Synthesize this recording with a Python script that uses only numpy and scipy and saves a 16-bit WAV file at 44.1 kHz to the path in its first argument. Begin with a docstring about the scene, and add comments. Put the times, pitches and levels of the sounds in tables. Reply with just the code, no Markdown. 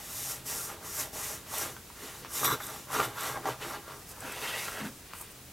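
"""A long knife saws through a soft loaf on a wooden board, close by in a quiet kitchen.
Tearing crumb hisses along the blade, and the crust gives way in small jerks that ring loaf and board.
The blade is then drawn out over the wood and a hand lifts the slice. Each friction is a stream of tiny
stick-slip kicks ringing a body. Distant rumble, a low hum and microphone hiss lie underneath."""
import sys
import numpy as np
from scipy import signal
from scipy.fft import rfft, irfft, next_fast_len
from scipy.io import wavfile
from scipy.ndimage import uniform_filter1d, map_coordinates

SR = 44100
rng = np.random.default_rng(int(sys.argv[2]) if len(sys.argv) > 2 else 0)


def unload_audio(sound):
    """Save the sound as a 16-bit wav file, at the path given as the first command line argument."""
    columns = np.transpose(np.atleast_2d(sound))
    # keep every value between -1 and 1, then stretch to whole-number steps
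    steps = np.round(np.clip(columns, -1, 1) * 32767)
    wavfile.write(sys.argv[1], SR, steps.astype(np.int16))


N = 243431


def amp(db):
    """Gain of a level in dB."""
    return 10 ** (np.asarray(db) / 20)


def unit(x):
    """x at rms 1."""
    return x / np.sqrt(np.mean(x ** 2) + 1e-20)


def fader(level_db, sound):
    """A sound brought to rms 1, then ridden by a level curve."""
    return amp(level_db) * unit(sound)


def along(points, hz):
    """Read (freq_hz, value) points at hz, on a log frequency axis."""
    freqs, values = np.transpose(points)
    return np.interp(np.log(hz + 1), np.log(freqs + 1), values)


def curves(rows):
    """Automation: one value per sample for each column after the time."""
    times, *columns = np.transpose(rows)
    return [np.interp(np.arange(N) / SR, times, column) for column in columns]


def wobble(rate_hz):
    """A smooth random curve with rate_hz knots a second."""
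    knots = rng.standard_normal(int(N * rate_hz / SR) + 4)
    return map_coordinates(knots, [np.arange(N) * rate_hz / SR])


def filtered(x, response):
    """x through a complex frequency response."""
    size = next_fast_len(N + SR // 2)
    return irfft(rfft(x, size) * response(np.fft.rfftfreq(size, 1 / SR)), size)[..., :N]


def ring(x, modes):
    """x rings a body: one band-pass resonance per mode, alternating in polarity."""
    return filtered(x, lambda hz: sum(
        (-1) ** k * amp(db) * 1j * hz * width / (pitch ** 2 - hz ** 2 + 1j * hz * width)
        for k, (pitch, width, db) in enumerate(modes)))


def slips(per_s, spread_db, clump_db):
    """Tiny stick-slip kicks at random moments: many small, few large, clumped by a wavering level."""
    happens = rng.random(N) < per_s / SR
    size_db = spread_db * np.minimum(rng.exponential(size=N), 3.5) + clump_db * wobble(45)
    return happens * rng.choice([-1, 1], N) * amp(size_db)


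def patchy(x, depth_db):
    """The contact shifts along the blade, so the colour drifts in patches."""
    spectrum = signal.stft(x, nperseg=512)[2]
    patches = uniform_filter1d(rng.standard_normal(spectrum.shape), size=5, axis=0)  # across frequency
    patches = uniform_filter1d(patches, size=10, axis=1)  # across time
    return signal.istft(spectrum * amp(depth_db * unit(patches)), nperseg=512)[1][:N]


# Tone of the rumble: freq_hz, gain_db
RUMBLE_EQ = [(15, -47), (25, -17), (64, -5.5), (130, -10), (205, -12.5), (400, -16.5), (1000, -21.5),
             (3000, -29), (8000, -31), (16000, -44)]


def distant_rumble():
    """A bed of far rumble through the walls, its level wavering slightly."""
    rumble = filtered(rng.standard_normal(N), lambda hz: amp(along(RUMBLE_EQ, hz)))
    return amp(-53.5 + 0.52 * wobble(3.12)) * unit(rumble)


# Path of the hum: time_s, pitch_hz, level_db
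HUM_PATH = [(0.0, 99.0, -62), (0.11, 96.1, -71), (0.23, 132, -53), (0.58, 128, -59), (0.75, 85.8, -60.5),
            (1.78, 88.4, -61), (2.03, 139, -79), (2.31, 120, -60), (2.46, 137, -61), (3.15, 111, -59),
            (3.2, 124.3, -57), (3.5, 127, -51), (3.86, 135, -67.5), (4.09, 100.5, -81), (4.21, 96.7, -61),
            (4.32, 136, -60.5), (4.55, 122, -66.5), (4.89, 139.4, -65), (5.04, 117.3, -73),
            (5.52, 132, -60)]


def low_hum():
    """A low, wavering tone that comes and goes."""
    pitch_hz, level_db = curves(HUM_PATH)
    peak = np.sqrt(2) * amp(level_db + 1.9 * wobble(23))
    cycles = np.cumsum(pitch_hz + 1.36 * wobble(5.6)) / SR
    return peak * np.sin(2 * np.pi * cycles)


# Decay of the room: freq_hz, t60_s
KITCHEN_DECAY = [(200, 0.18), (2000, 0.1), (12000, 0.05)]


def kitchen_reverb(x):
    """A short room tail whose highs die first."""
    hz, t, noise = signal.stft(rng.standard_normal(SR // 2), SR, nperseg=256)
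    decay = amp(-60 * t / along(KITCHEN_DECAY, hz)[:, None])
    tail = signal.istft(noise * decay, SR, nperseg=256)[1]
    predelayed = np.pad(x, (200, 0))
    return signal.fftconvolve(predelayed, tail / np.linalg.norm(tail))[:N]


# Resonances of loose crumb, loaf and blade flank, shared with the knife: pitch_hz, width_hz, gain_db
DUST_MODES = [(4730, 650, -2), (5900, 1400, 0), (8600, 2700, -1), (10500, 1300, 1), (12700, 1900, -2.5)]
LOAF_MODES = [(599, 75, 4), (835, 103, 5.5), (1143, 164, 0), (1428, 96, -1), (1612, 85, -2.5),
              (2140, 250, -9.5)]
BLADE_MODES = [(1920, 245, 1), (2374, 126, 2.5), (2810, 740, -1.5), (4610, 660, -5.5)]
# Fingers lifting the slice: time_s, crumb_db, rub_db
LIFT_LEVELS = [(5.05, -66, -62.5), (5.122, -68, -57), (5.154, -51, -54), (5.218, -46, -56),
               (5.288, -66, -58.5), (5.316, -51, -59), (5.33, -68, -64), (5.4, -69, -61)]


def slice_lift():
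    """Skin rustles on crumb and crust."""
    crumb_db, rub_db = curves([(5.02, -79, -97)] + LIFT_LEVELS + [(5.44, -88, -90)])
    touch = slips(8000, spread_db=4.5, clump_db=0.0)
    return (fader(crumb_db, ring(touch, DUST_MODES[2:]))
            + fader(rub_db, ring(touch, LOAF_MODES[2:] + BLADE_MODES)))


# Resonances of rubbed wood, sliding blade and table: pitch_hz, width_hz, gain_db
WOOD_MODES = [(463, 235, -2.5), (930, 260, -1.5), (1320, 280, -1.5), (1680, 190, -2)]
SLIDE_MODES = [(1920, 54, 3), (2110, 170, -3.5), (2650, 280, -1), (3250, 260, -3), (3800, 780, -8.5)]
TABLE_MODES = [(135, 32, -0.5), (203.2, 37, 5.5), (286, 92, -4.5)]
# The blade sliding out: time_s, crumb_db, wood_db, blade_db, push_db
DRAW_LEVELS = [(4.02, -53, -59, -63, -76), (4.044, -65, -73, -69, -58), (4.118, -47, -51, -58, -64),
               (4.142, -59, -59, -68, -72), (4.26, -48, -42, -47.5, -49), (4.344, -49, -47, -45.5, -72),
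               (4.458, -43, -41, -40, -63), (4.486, -41.5, -45, -41, -84), (4.516, -44.5, -42, -40, -74),
               (4.616, -40, -44.5, -40, -54), (4.652, -41, -48, -46.5, -77), (4.668, -43, -45, -47, -77),
               (4.796, -48, -45, -46.5, -67), (4.814, -51, -46, -47, -41.5),
               (4.866, -50.5, -42, -47, -42.5), (4.93, -60, -69, -70, -64), (5.0, -63, -70, -76, -70)]


def blade_draw():
    """The edge drags over the board's grain; a last push makes the table groan."""
    rows = [(3.98, -92, -78, -83, -82)] + DRAW_LEVELS + [(5.04, -88, -90, -90, -90)]
    crumb_db, wood_db, blade_db, push_db = curves(rows)
    grain = slips(4000, spread_db=3.1, clump_db=0.9)
    dust = slips(9000, spread_db=1.0, clump_db=1.1)
    return (fader(crumb_db, ring(dust, DUST_MODES))
            + fader(wood_db, patchy(ring(grain, WOOD_MODES), depth_db=2.0))
            + fader(blade_db, patchy(ring(grain, SLIDE_MODES), depth_db=2.5))
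            + fader(push_db, ring(grain, TABLE_MODES)))


# Bright resonances of breaking crumb, shared with the sawing: pitch_hz, width_hz, gain_db
CRUMB_MODES = [(5653, 1170, -2), (7060, 790, 2), (7720, 1060, 0), (9530, 1100, -0.5), (10420, 1020, -1),
               (12360, 1050, -1), (14560, 1640, -9)]
# Snap cues: start_s, peak_db
SNAP_CUES = [(1.5816, -24), (2.3341, -29), (2.4443, -20), (2.6663, -31), (2.9193, -32), (3.207, -26),
             (3.2331, -27), (4.0901, -36), (4.2048, -31.5), (4.321, -29), (5.1347, -44), (5.1552, -38),
             (5.212, -28)]


def crumb_snaps(burst_s=0.0011):
    """Dry crumbs snap: a burst of force swells, dies and rings as a bright tick."""
    out, t = np.zeros(N + SR), np.arange(SR // 20) / SR
    ping = ring(np.arange(N) == 0, CRUMB_MODES[2:])[:len(t)]
    for start_s, peak_db in SNAP_CUES:
        force = rng.standard_normal(len(t)) * t * np.exp(-t / burst_s)
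        tick = np.convolve(force, ping)[:len(t)]
        out[round(start_s * SR):][:len(t)] += amp(peak_db) * tick / np.abs(tick).max()
    return out[:N]


# Single jerks of the crust: start_s, level_db, pitch_hz, crumble_decay_s, sharpness (0-1)
JERK_CUES = [(0.719, -41, 550, 0.013, 0.39), (1.766, -35, 1340, 0.011, 0.3), (1.901, -44, 899, 0.011, 0.4),
             (2.248, -31.5, 1092, 0.011, 0.5), (2.431, -23, 1130, 0.018, 0.1),
             (2.448, -19.5, 1140, 0.011, 0.4), (2.504, -20.5, 1090, 0.012, 0.25),
             (2.603, -31.5, 1590, 0.013, 0.23), (2.936, -35, 1160, 0.011, 0.3),
             (2.987, -23, 1140, 0.0094, 0.3), (2.998, -16.5, 1140, 0.011, 0.14),
             (3.002, -15.5, 1010, 0.011, 0.3), (3.007, -27, 1080, 0.0099, 0.1),
             (3.373, -25.5, 825, 0.012, 0.23), (3.456, -20.5, 822, 0.011, 0.26),
             (3.488, -28, 646, 0.011, 0.3), (3.619, -41, 1920, 0.011, 0.4), (3.879, -38, 634, 0.013, 0.3),
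             (3.906, -40, 1170, 0.011, 0.5), (4.225, -35, 840, 0.011, 0.2),
             (4.682, -25.5, 1340, 0.011, 0.23), (4.72, -34, 1490, 0.011, 0.4),
             (4.743, -36, 1200, 0.011, 0.4), (4.805, -31.5, 930, 0.011, 0.5),
             (5.135, -29, 1110, 0.0097, 0.4), (5.202, -45, 1130, 0.012, 0.4),
             (5.211, -35, 1130, 0.012, 0.3)]


def crust_jerks():
    """The crust gives with a rounded knock of two or three cycles; smaller ones follow as it crumbles."""
    out, t = np.zeros(N + SR), np.arange(SR // 10) / SR
    knock_t = t[:400]
    for start_s, level_db, pitch_hz, crumble_decay_s, sharpness in JERK_CUES:
        cycles = pitch_hz * knock_t
        swell = cycles / 0.55  # the envelope peaks after about half a cycle
        tone = np.sin(2 * np.pi * cycles) + sharpness * np.sin(2 * np.pi * 2.25 * cycles)
        dry_edge = uniform_filter1d(rng.standard_normal(len(knock_t)), size=4) * np.exp(-knock_t / 0.0021)
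        knock = swell * np.exp(1 - swell) * tone + 1.25 * sharpness * dry_edge
        crumbles = rng.random(len(t)) < 600 / SR
        kicks = crumbles * rng.uniform(-0.91, 1, len(t)) * 1.17 * np.exp(-t / crumble_decay_s)
        kicks[0] = 1  # the first break
        out[round(start_s * SR):][:len(t)] += amp(level_db) * np.convolve(kicks, knock)[:len(t)]
    return out[:N]


# Resonances of the board and the ringing steel: pitch_hz, width_hz, gain_db
BOARD_MODES = [(131.3, 33, -3), (201, 28.6, -8.5), (269, 19, -2.5), (343.6, 12.9, 1.5), (418, 33, -1.5),
               (493, 34, -1)]
STEEL_MODES = [(3500, 110, -1), (3950, 120, 0), (5730, 150, -5), (7890, 200, -4), (12250, 500, 0),
               (13000, 400, -2)]
# The cut, in four passages: time_s, crumb_db, crust_db, blade_db, board_db, steel_db, dullness (0-1)
SAW_PASSAGES = [
    [(0.0, -49, -51, -55, -66, -65, 0.6), (0.026, -49, -57.5, -55, -63, -57, 0.54),
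     (0.184, -38.5, -50, -52, -64, -53, 0.36), (0.226, -39, -52.5, -49, -49.5, -48, 0.5),
     (0.254, -38.5, -49, -50.5, -63, -56, 0.45), (0.322, -36, -47, -48.5, -53, -55, 0.43),
     (0.438, -64, -61, -63, -63, -79, 0.54), (0.464, -40, -52, -51, -53, -58, 0.37),
     (0.508, -35.5, -45, -46.5, -47.5, -57, 0.5), (0.65, -39, -49.5, -54, -57, -53, 0.42),
     (0.74, -52, -46, -51.5, -50, -65, 0.4), (0.788, -70, -56, -67, -62, -74, 0.6),
     (0.852, -45, -48, -54, -51, -70, 0.4), (0.91, -43, -49.5, -54.5, -56, -64, 0.43),
     (1.004, -32.5, -42, -45.5, -52, -53, 0.35), (1.026, -37, -45, -44.5, -50.5, -51, 0.45),
     (1.116, -61, -63, -65, -67, -75, 0.7), (1.136, -44, -49, -53, -51, -70, 0.6),
     (1.18, -40.5, -43, -47.5, -51.5, -58, 0.5), (1.27, -38, -45.5, -47, -55.5, -57, 0.38),
     (1.348, -42, -49, -51, -50, -61, 0.5), (1.376, -48.5, -57, -53, -59, -60, 0.27),
     (1.438, -63, -62, -67, -62, -73, 0.2), (1.466, -56, -53.5, -58, -74, -71, 0.5),
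     (1.512, -42, -46, -52, -50, -68, 0.43), (1.544, -38, -40.5, -44.5, -51, -55, 0.5),
     (1.624, -34.5, -38, -43, -46.5, -63, 0.44), (1.692, -46, -47, -49, -47, -67, 0.43),
     (1.84, -65, -76, -81, -75, -77, 0.35), (1.9, -59, -68, -69, -61, -74, 0.4)],
    [(1.9, -66, -66, -67, -70, -74, 0.4), (1.972, -55, -57, -59, -70, -71, 0.35),
     (2.036, -47.5, -47, -50, -47.5, -65, 0.41), (2.164, -51.5, -54, -55, -66, -67, 0.46),
     (2.202, -52, -57, -61, -58, -69, 0.53), (2.262, -69, -60, -51, -53, -65, 0.2),
     (2.298, -50, -53, -67, -62, -73, 0.33), (2.354, -35, -46, -46, -53.5, -42, 0.34),
     (2.434, -37.5, -38.5, -44, -44, -39, 0.43), (2.452, -29.5, -37, -34.5, -41, -28, 0.7),
     (2.48, -39.5, -33, -48, -41, -34, 0.15), (2.536, -38, -37, -43, -35, -38.5, 0.05),
     (2.578, -54, -48.5, -56, -62, -59, 0.63), (2.642, -45.5, -47.5, -54.5, -55, -45, 0.34),
     (2.744, -46, -44, -52, -49.5, -60, 0.49), (2.838, -54.5, -59, -58, -60, -70, 0.4),
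     (2.86, -53, -67, -72, -76, -77, 0.44)],
    [(2.86, -65, -59, -69, -74, -77, 0.46), (2.94, -37.5, -34.5, -40, -43.5, -44, 0.36),
     (3.012, -41, -32.5, -42.5, -35, -47, 0.28), (3.048, -38, -34.5, -41, -50, -42, 0.42),
     (3.078, -49.5, -42.5, -50, -43.5, -53, 0.55), (3.13, -58, -52.5, -58, -61, -64, 0.44),
     (3.198, -44.5, -38.5, -44.5, -54, -48, 0.26), (3.278, -39, -37, -42.5, -44, -53, 0.45),
     (3.366, -51.5, -39.5, -54, -47.5, -59, 0.33), (3.416, -58, -49, -63, -47, -76, 0.5),
     (3.43, -60, -54, -58, -58, -68, 0.3)],
    [(3.43, -59, -47, -57, -52, -66, 0.3), (3.478, -43.5, -30.5, -45, -35.5, -58, 0.53),
     (3.524, -49, -39.5, -49, -44, -62, 0.5), (3.578, -64, -57, -70, -73, -79, 0.6),
     (3.622, -47, -40, -43, -45, -63, 0.43), (3.71, -47.5, -42.5, -52, -48.5, -55, 0.29),
     (3.75, -49.5, -37, -47, -53, -67, 0.44), (3.784, -59, -54, -55, -48.5, -67, 0.5),
     (3.828, -62, -58.5, -70, -67, -77, 0.3), (3.904, -56, -45.5, -52.5, -54.5, -65, 0.38),
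     (4.0, -56, -59.5, -72, -61, -74, 0.44)],
]


def sawing():
    """The knife tears the crumb, catches on the crust, shakes the board, scrapes and rings."""
    rows = sum(SAW_PASSAGES, []) + [(4.04, -90, -90, -88, -90, -88, 0.024)]
    crumb_db, crust_db, blade_db, board_db, steel_db, dullness = curves(rows)
    catches = slips(900, spread_db=1.5, clump_db=1.14)
    scrape = slips(5000, spread_db=0.5, clump_db=0.6)
    tearing = slips(16000, spread_db=2.5, clump_db=0.28)
    softened = filtered(catches, lambda hz: 1 / (1 + 1j * hz / 2500) ** 2)  # the contact yields
    loaf_low = unit(ring(softened, LOAF_MODES[:2]))
    loaf_high = unit(ring(softened, LOAF_MODES[2:]))
    crust = dullness * loaf_low + (1 - dullness) * loaf_high
    return (fader(crumb_db, patchy(ring(tearing, CRUMB_MODES), depth_db=1.2))
            + fader(crust_db, patchy(crust, depth_db=1.0))
            + fader(board_db, ring(catches, BOARD_MODES))
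            + fader(blade_db, patchy(ring(scrape, BLADE_MODES), depth_db=1.0))
            + fader(steel_db, patchy(ring(scrape, STEEL_MODES), depth_db=2.4)))


def scene():
    """The cut, a touch of room and the background reach both close-set microphones alike."""
    cut = sawing() + blade_draw() + slice_lift() + crust_jerks() + crumb_snaps()
    mix = cut + amp(-10.5) * kitchen_reverb(cut) + low_hum() + distant_rumble()
    return np.tile(mix, (2, 1))


# Tone of the microphone hiss: freq_hz, gain_db
HISS_EQ = [(30, 3), (300, 3), (800, 0.5), (6000, 0), (16000, -1)]


def record(dry):
    """Each channel has its own hiss and both share one more; a high cut tops off the mix."""
    own_db, shared_db, high_cut_hz = -54.7, -54.2, 15900
    hiss = filtered(rng.standard_normal((3, N)), lambda hz: amp(along(HISS_EQ, hz)))
    noisy = dry + fader(own_db, hiss[:2]) + fader(shared_db, hiss[2])
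    return filtered(noisy, lambda hz: hz < high_cut_hz)


dry = scene()
out = record(dry)
unload_audio(out)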